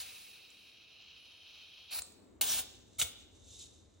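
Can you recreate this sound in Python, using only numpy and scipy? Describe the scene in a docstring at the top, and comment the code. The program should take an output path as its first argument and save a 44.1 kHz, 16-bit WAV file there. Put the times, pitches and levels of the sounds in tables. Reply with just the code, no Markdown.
"""Butane hisses and sputters from a can pressed onto two lighters, close by in a small room.
Gas fizzes through the valve into the first tank and puffs out as the nozzle leaves it with a click.
At the second lighter the nozzle seats badly: liquid gas sputters out in two loud spurts, then flows
in with a softer hiss. The fizz rings each tank's metal walls, and a faint rumble lies underneath."""
import sys
import numpy as np
from scipy import signal
from scipy.fft import rfft, irfft
from scipy.io import wavfile

SR = 44100
rng = np.random.default_rng(int(sys.argv[2]) if len(sys.argv) > 2 else 0)


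def put_to_file(sound):
    """Save the sound as 16-bit audio at rate SR, in the file named by the first command-line argument."""
    columns = np.atleast_2d(sound).T  # one column per channel
    safe = np.clip(columns, -1, 1)
    whole_steps = np.round(safe * 32767)
    wavfile.write(sys.argv[1], SR, whole_steps.astype(np.int16))


N = 176400
T = np.arange(N) / SR
FREQS = np.fft.rfftfreq(N, 1 / SR)


def from_db(db):
    """Turn decibels into a number to multiply by."""
    return 10 ** (np.asarray(db) / 20)


def normalise(x):
    """Scale a signal so its average strength (rms) is 1."""
    return x / np.sqrt(np.mean(x ** 2) + 1e-20)


def level(rows):
    """Loudness from (seconds, dB) rows; silent outside them, unless they almost reach the scene's edge."""
    times, db = np.transpose(rows)
    started = (T >= times[0]) | (times[0] < .05)
    not_over = (T <= times[-1]) | (times[-1] > T[-1] - .05)
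    return from_db(np.interp(T, times, db)) * (started & not_over)


def at_hz(points, hz):
    """Read between a table's rows, giving every octave equal space."""
    freqs, values = np.transpose(points)
    return np.interp(np.log(hz + 1e-9), np.log(freqs), values)


def coloured(x, colour):
    """Shape a signal's tone with (Hz, dB) rows, fading the bass below the first row."""
    bass_fade = np.minimum(FREQS / colour[0][0], 1)
    return normalise(irfft(rfft(x) * from_db(at_hz(colour, FREQS)) * bass_fade, N))


def drift(rate_hz):
    """A smooth random wobble, mostly slower than rate_hz."""
    return normalise(irfft(rfft(rng.standard_normal(N)) / (1 + (FREQS / rate_hz) ** 2), N))


def grainy(per_s, spread_db, grains_db):
    """The smooth hiss of swirling gas plus tiny bursts of uneven size."""
    sizes = from_db(spread_db * np.minimum(rng.exponential(1, N), 4)) * rng.choice([-1, 1], N)
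    hiss = rng.standard_normal(N)
    bursts = sizes * (rng.random(N) < per_s / SR)
    return hiss + from_db(grains_db) * normalise(bursts)


def singing(rows, width_hz, ratio=1):
    """Swirling gas caught in a resonance: a breathy note that follows (seconds, Hz, dB) rows."""
    times, hz, db = np.transpose(rows)
    phase = 2 * np.pi * np.cumsum(ratio * np.interp(T, times, hz)) / SR
    note = drift(width_hz) * np.cos(phase) + drift(width_hz) * np.sin(phase)
    return level(np.transpose([times, db])) * normalise(note)


def wide_noise(colour, likeness):
    """Stereo noise; a likeness of 1 makes left and right the same."""
    mid, side = rng.standard_normal((2, N))
    return coloured(np.sqrt(1 + likeness) * mid + np.sqrt(1 - likeness) * side * [[1], [-1]], colour)


def room(x):
    """Direct sound, nearby reflections and a fading echo, spread in stereo."""
    # The echo's length. 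Each row: frequency in Hz, seconds to fade by 60 dB.
    fade_times = [(200, 0.17), (1000, 0.68), (4000, 0.8), (8000, 0.3), (15000, 0.64)]
    # The echo's strength, then its stereo spread. Each row: frequency in Hz, gain in dB.
    echo_gain = [(100, -21.5), (500, 5), (1000, -8), (2000, -9.5), (4000, -11), (8000, -18), (15000, -27)]
    stereo_spread = [(200, -2), (700, 3), (2000, -8), (3500, 4), (7000, 5), (10100, 3), (10900, -60),
                     (13500, -60), (14100, 4)]
    # The left channel lags slightly, and near 11-13.5 kHz the two channels are opposite in phase.
    # Each row: frequency in Hz, lag in radians.
    channel_phase = [(0, 0), (4800, 0), (6500, .8), (9000, 1.9), (10100, 2.45), (10900, np.pi),
                     (13500, np.pi), (14200, 3.7), (16000, 4.4)]
    t, hz = T[:SR], np.fft.rfftfreq(SR, 1 / SR)
    edges = np.geomspace(80, 18000, 15)
    white, echo = rfft(rng.standard_normal((2, SR))), 0
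    for low, high in zip(edges, edges[1:]):
        centre = np.sqrt(low * high)
        decay = from_db(-60 * t / at_hz(fade_times, centre)) * (t > .005)
        band = irfft(white * ((hz >= low) & (hz < high)), SR)
        echo = echo + band * decay / np.linalg.norm(decay) * from_db(at_hz(echo_gain, centre))
    near = np.exp(-t / .0053) * (t > .001)   # sound bouncing off the hands and the table
    echo = echo + from_db(-10) * rng.standard_normal((2, SR)) * near / np.linalg.norm(near)
    mid, side = rfft(signal.fftconvolve(x[None], echo / np.sqrt(2), axes=1)[:, :N])
    mid = mid + rfft(x)
    side = side * from_db(at_hz(stereo_spread, FREQS))
    lag = np.exp(-1j * np.interp(FREQS, *np.transpose(channel_phase)))
    return irfft(np.array([(mid + side) * lag, mid - side]), N)


def air():
    """The faint, steady hiss of the room."""
    # Its tone. Each row: frequency in Hz, strength in dB.
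    colour = [(100, 23.5), (1000, 6.5), (3000, 7), (8000, -14), (15500, -17)]
    return from_db(-78.5) * coloured(rng.standard_normal(N), colour)


def hand_bumps():
    """Soft, low thuds as the can recoils in the hands."""
    # Each row: middle of the thud in seconds, level in dB.
    thuds = [(2.006, -56), (3.015, -58), (3.048, -49)]
    pitch_hz, fade_s = 74.4, .013
    return sum(from_db(db) * np.exp(-((T - s) / fade_s) ** 2) * np.sin(2 * np.pi * pitch_hz * (T - s))
               for s, db in thuds)


def background():
    """Deep rumble, a dull low noise and the hand bumps, a little stronger on the left."""
    # How the two noises swell. Each row: time in seconds, level in dB.
    rumble_level = [(0, -66.5), (.3, -82.5), (1.9, -77), (2.01, -72), (2.1, -74.5), (2.38, -68.5),
                    (2.45, -60), (2.95, -67.5), (3.45, -62), (4, -68.5)]
    dull_level = [(0, -74.5), (1.9, -78), (2.05, -67), (2.22, -61.5), (2.6, -65), (3, -66), (3.65, -66.5),
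                  (4, -69.5)]
    # Their tones. Each row: frequency in Hz, strength in dB.
    rumble_colour = [(30, -28), (40, -12.5), (60, -8), (84, -3), (105, -8.5), (150, -22), (300, -91)]
    dull_colour = [(90, -16.5), (160, -6), (200, 2), (260, 3), (400, 1), (560, -6), (800, -12),
                   (1200, -16.5), (2000, -24), (4000, -48)]
    rumble = level(rumble_level) * wide_noise(rumble_colour, likeness=.86)
    dull = level(dull_level) * wide_noise(dull_colour, likeness=.2)
    return (rumble + dull + hand_bumps()) * from_db([[.8], [-.8]])


def nozzle_knocks():
    """Each knock on the valve is a short crack that makes the nozzle ring."""
    # The knocks. Each row: start in seconds, level in dB.
    knocks = [(0.504, -54.5), (2.0086, -48), (2.0207, -32.5), (2.122, -55), (2.998, -25.5), (3.0771, -49),
              (3.209, -60), (3.3164, -72), (3.907, -72)]
    # The nozzle's notes. 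Each row: pitch in Hz, strength in dB, seconds to fade by 60 dB.
    notes = [(3780, -56, 0.016), (4920, -33, 0.017), (7140, -7.5, 0.027), (7400, -5.5, 0.038),
             (8100, -1, .012), (10600, -4, .008)]
    hits, t = np.zeros(N), T[:SR // 10]
    for start, db in knocks:
        hits[int(start * SR)] = from_db(db)
    ring = sum(from_db(db - 60 * t / fade_s) * np.sin(2 * np.pi * hz * t) for hz, db, fade_s in notes)
    crack = from_db(-14) * rng.standard_normal(len(t)) * np.exp(-t / .0036)
    crack = signal.lfilter(*signal.butter(2, 7500, fs=SR), crack)   # soften the treble
    return signal.fftconvolve(hits, ring + crack)[:N]


def filling(flow, colour, rings):
    """Gas bubbles through the valve, sounds the tank and rings its metal walls."""
    bubbling = dict(per_s=1500, spread_db=-.5, grains_db=2.5)
    fizz = coloured(grainy(**bubbling), colour)
    bubbles = grainy(**bubbling)
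    for hz, width_hz, db in rings:
        wall = signal.iirpeak(hz, hz / width_hz / 2, fs=SR)
        ring = signal.lfilter(*wall, signal.lfilter(*wall, bubbles))
        fizz = fizz + from_db(db) * normalise(ring)
    waver = from_db(1.68 * drift(rate_hz=9.4))
    return level(flow) * normalise(fizz) * waver


def first_lighter():
    """The first tank fizzes, with a thin sizzle on top and a note that climbs as it fills."""
    # The flow in. Each row: time in seconds, level in dB.
    flow = [(0, -57.5), (.25, -60.5), (.5, -59), (.68, -63), (.73, -59), (.86, -60.5), (1.03, -58),
            (1.2, -59), (1.6, -58), (1.88, -61), (1.93, -48.5), (1.97, -81)]
    # The tank's tone. Each row: frequency in Hz, strength in dB.
    colour = [(700, -16), (1300, -14), (1900, -17), (2150, -13.5), (2320, -5), (2530, 2), (3000, -0.5),
              (3280, 2.5), (3550, -15), (3760, 2.5), (4000, 1), (4350, -1.5), (4650, -8.5), (4900, -14),
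              (5070, -2), (5400, -15), (5770, -8), (6500, -17.5), (8500, -33), (9900, -65), (12000, -19),
              (14300, -31), (15500, -16.5)]
    # Its walls. Each row: pitch in Hz, rough width in Hz, dB compared with the fizz.
    rings = [(2550, 90, -10.5), (3650, 70, -13), (4330, 140, -22), (5220, 77, -18.5)]
    # The climbing note and the sizzle. Each row: time in seconds, pitch in Hz, level in dB.
    climb = [(0, 2554, -60), (.65, 2639, -71), (1.05, 2904, -64.5), (1.4, 3084, -64.5), (1.88, 3260, -63),
             (1.93, 3140, -96)]
    sizzle = [(.5, 10720, -72), (1.1, 10570, -79.5), (1.2, 10630, -71.5), (1.88, 10710, -73),
              (1.93, 10480, -89)]
    return filling(flow, colour, rings) + singing(climb, width_hz=240) + singing(sizzle, width_hz=550)


def second_lighter():
    """Gas flows into the second tank with a soft, uneven hiss."""
    # The flow in. Each row: time in seconds, level in dB.
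    flow = [(2.6, -59), (2.74, -63), (2.82, -68.5), (2.89, -72), (2.96, -66.5), (3.17, -65), (3.29, -73.5),
            (3.38, -66), (3.48, -60), (3.58, -57), (3.6, -50), (3.66, -56), (3.68, -62), (3.8, -69),
            (3.85, -73), (4, -77.5)]
    # The tank's tone. Each row: frequency in Hz, strength in dB.
    colour = [(1000, -39), (1800, -33), (2700, -10.5), (3300, -6.5), (3700, 0.0), (4500, -9), (5400, -7),
              (6200, -1), (7300, -0.6), (8500, -8), (9700, -10), (11000, -10.5), (12500, -13), (13700, -26),
              (15500, -34)]
    # Its walls. Each row: pitch in Hz, rough width in Hz, dB compared with the fizz.
    rings = [(3640, 44, -9.5), (3860, 49, -17), (4080, 40, -16)]
    return filling(flow, colour, rings)


def leak(flow, colour):
    """A sputtering jet of gas and bursting droplets; the gap at the nozzle sets its tone."""
    jet = coloured(grainy(per_s=4300, spread_db=1.5, grains_db=-8), colour)
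    sputter = from_db(.52 * drift(rate_hz=38))
    return level(flow) * normalise(jet * sputter)


def seep_and_puff():
    """Gas seeps round the nozzle at the first lighter, then puffs out as it is pulled off."""
    # The escaping gas. Each row: time in seconds, level in dB.
    seep_flow = [(0, -38.5), (.025, -43), (.045, -47.5), (.15, -51.5), (.3, -55.5), (.45, -64.5), (.7, -68),
                 (.9, -105)]
    puff_flow = [(1.906, -55), (1.914, -45), (1.935, -38), (1.958, -35.5), (1.98, -38), (1.991, -32),
                 (2.003, -49), (2.03, -70)]
    # Each leak's tone. Each row: frequency in Hz, strength in dB.
    seep_colour = [(300, -27), (1000, -16.5), (2000, -9.5), (2600, -11.5), (4000, -2.5), (6000, -7.5),
                   (8500, -10), (10000, 0.5), (12000, -3), (15500, -3)]
    puff_colour = [(150, -25), (400, -29.5), (800, -13.5), (2100, -15), (2550, -6.5), (3150, -18.5),
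                   (3900, -4.5), (5000, -7.5), (6400, -14.4), (7400, -11), (8200, -14.5), (10000, -1),
                   (11800, -0.5), (13500, -19.5), (14500, -3.5), (15500, -6)]
    return leak(seep_flow, seep_colour) + leak(puff_flow, puff_colour)


def wisp():
    """The last gas leaves the freed nozzle; two notes an octave apart sink as the can is drawn away."""
    # The dying flow. Each row: time in seconds, level in dB.
    flow = [(2.01, -70), (2.04, -58), (2.13, -66), (2.2, -75), (2.39, -83)]
    # Its tone. Each row: frequency in Hz, strength in dB.
    colour = [(700, -5), (1200, -3), (1700, -49), (2400, -17), (3200, -67), (4400, -10), (5700, 12),
              (7800, 19), (10000, 12), (15500, 14)]
    # The upper note. Each row: time in seconds, pitch in Hz, level in dB.
    glide = [(2.01, 8800, -52), (2.05, 8170, -59), (2.13, 8100, -77), (2.24, 7720, -78.5), (2.4, 7180, -85)]
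    lower_note = from_db(-6) * singing(glide, width_hz=375, ratio=.5)
    return leak(flow, colour) + singing(glide, width_hz=750) + lower_note


def seal_pops():
    """Gas bursts through the seal with a hollow pop that dies away at once."""
    # Each row: start in seconds, level in dB.
    pops = [(2.4111, -37.5), (3.0152, -28.5)]
    pitch_hz, fade_s = 3282, .0067
    hollow = singing([(0, pitch_hz, 0), (T[-1], pitch_hz, 0)], width_hz=820)
    return hollow * sum(from_db(db) * (T >= s) * np.exp(-abs(T - s) / fade_s) for s, db in pops)


def spurts():
    """Liquid gas sprays past the badly seated nozzle: a long, whistling spurt, then a short one."""
    # The spray. Each row: time in seconds, level in dB.
    long_flow = [(2.4095, -83), (2.4115, -20.5), (2.42, -25.5), (2.432, -30.5), (2.45, -33.5), (2.505, -29),
                 (2.55, -29.5), (2.572, -32.5), (2.594, -29), (2.625, -46), (2.7, -75)]
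    short_flow = [(2.984, -46), (2.989, -37.5), (2.997, -30.5), (3.002, -27.5), (3.013, -33.5),
                  (3.0155, -26.5), (3.027, -28.5), (3.038, -38.5), (3.08, -48.5), (3.13, -61)]
    # Each spurt's tone. Each row: frequency in Hz, strength in dB.
    long_colour = [(100, -21), (250, -10), (500, -18.5), (850, -8.5), (1200, -13), (1550, -8.5),
                   (1900, -13.5), (2800, -3), (3500, -1), (4600, -6), (5700, -7.5), (6400, -2.5),
                   (8000, -3.5), (10500, 1), (12500, 0), (15500, 1.36)]
    short_colour = [(100, -1.5), (400, -24), (800, -9.5), (1100, -17), (1400, -4), (1750, -26),
                    (2150, -1.5), (2500, -12.5), (3550, 1), (4200, -6), (5100, -10), (6500, 0), (7500, -2),
                    (9500, 0.5), (11500, 0.5), (12600, -10), (13800, 3), (15500, -2)]
    # The gap's whistle. Each row: time in seconds, pitch in Hz, level in dB.
    whistle = [(2.48, 5650, -55), (2.497, 5820, -35.5), (2.52, 5650, -41), (2.55, 5350, -47)]
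    return leak(long_flow, long_colour) + leak(short_flow, short_colour) + singing(whistle, width_hz=260)


def scene():
    """Leaks, filling, pops and knocks sound in the room, over the background."""
    leaks = seep_and_puff() + wisp() + spurts()
    tanks = first_lighter() + second_lighter()
    return room(leaks + tanks + seal_pops() + nozzle_knocks() + air()) + background()


def record(dry):
    """Cut off the very highest treble steeply."""
    cutoff_hz = 15850
    return signal.sosfilt(signal.ellip(12, .1, 80, cutoff_hz, fs=SR, output="sos"), dry)


dry = scene()
out = record(dry)
put_to_file(out)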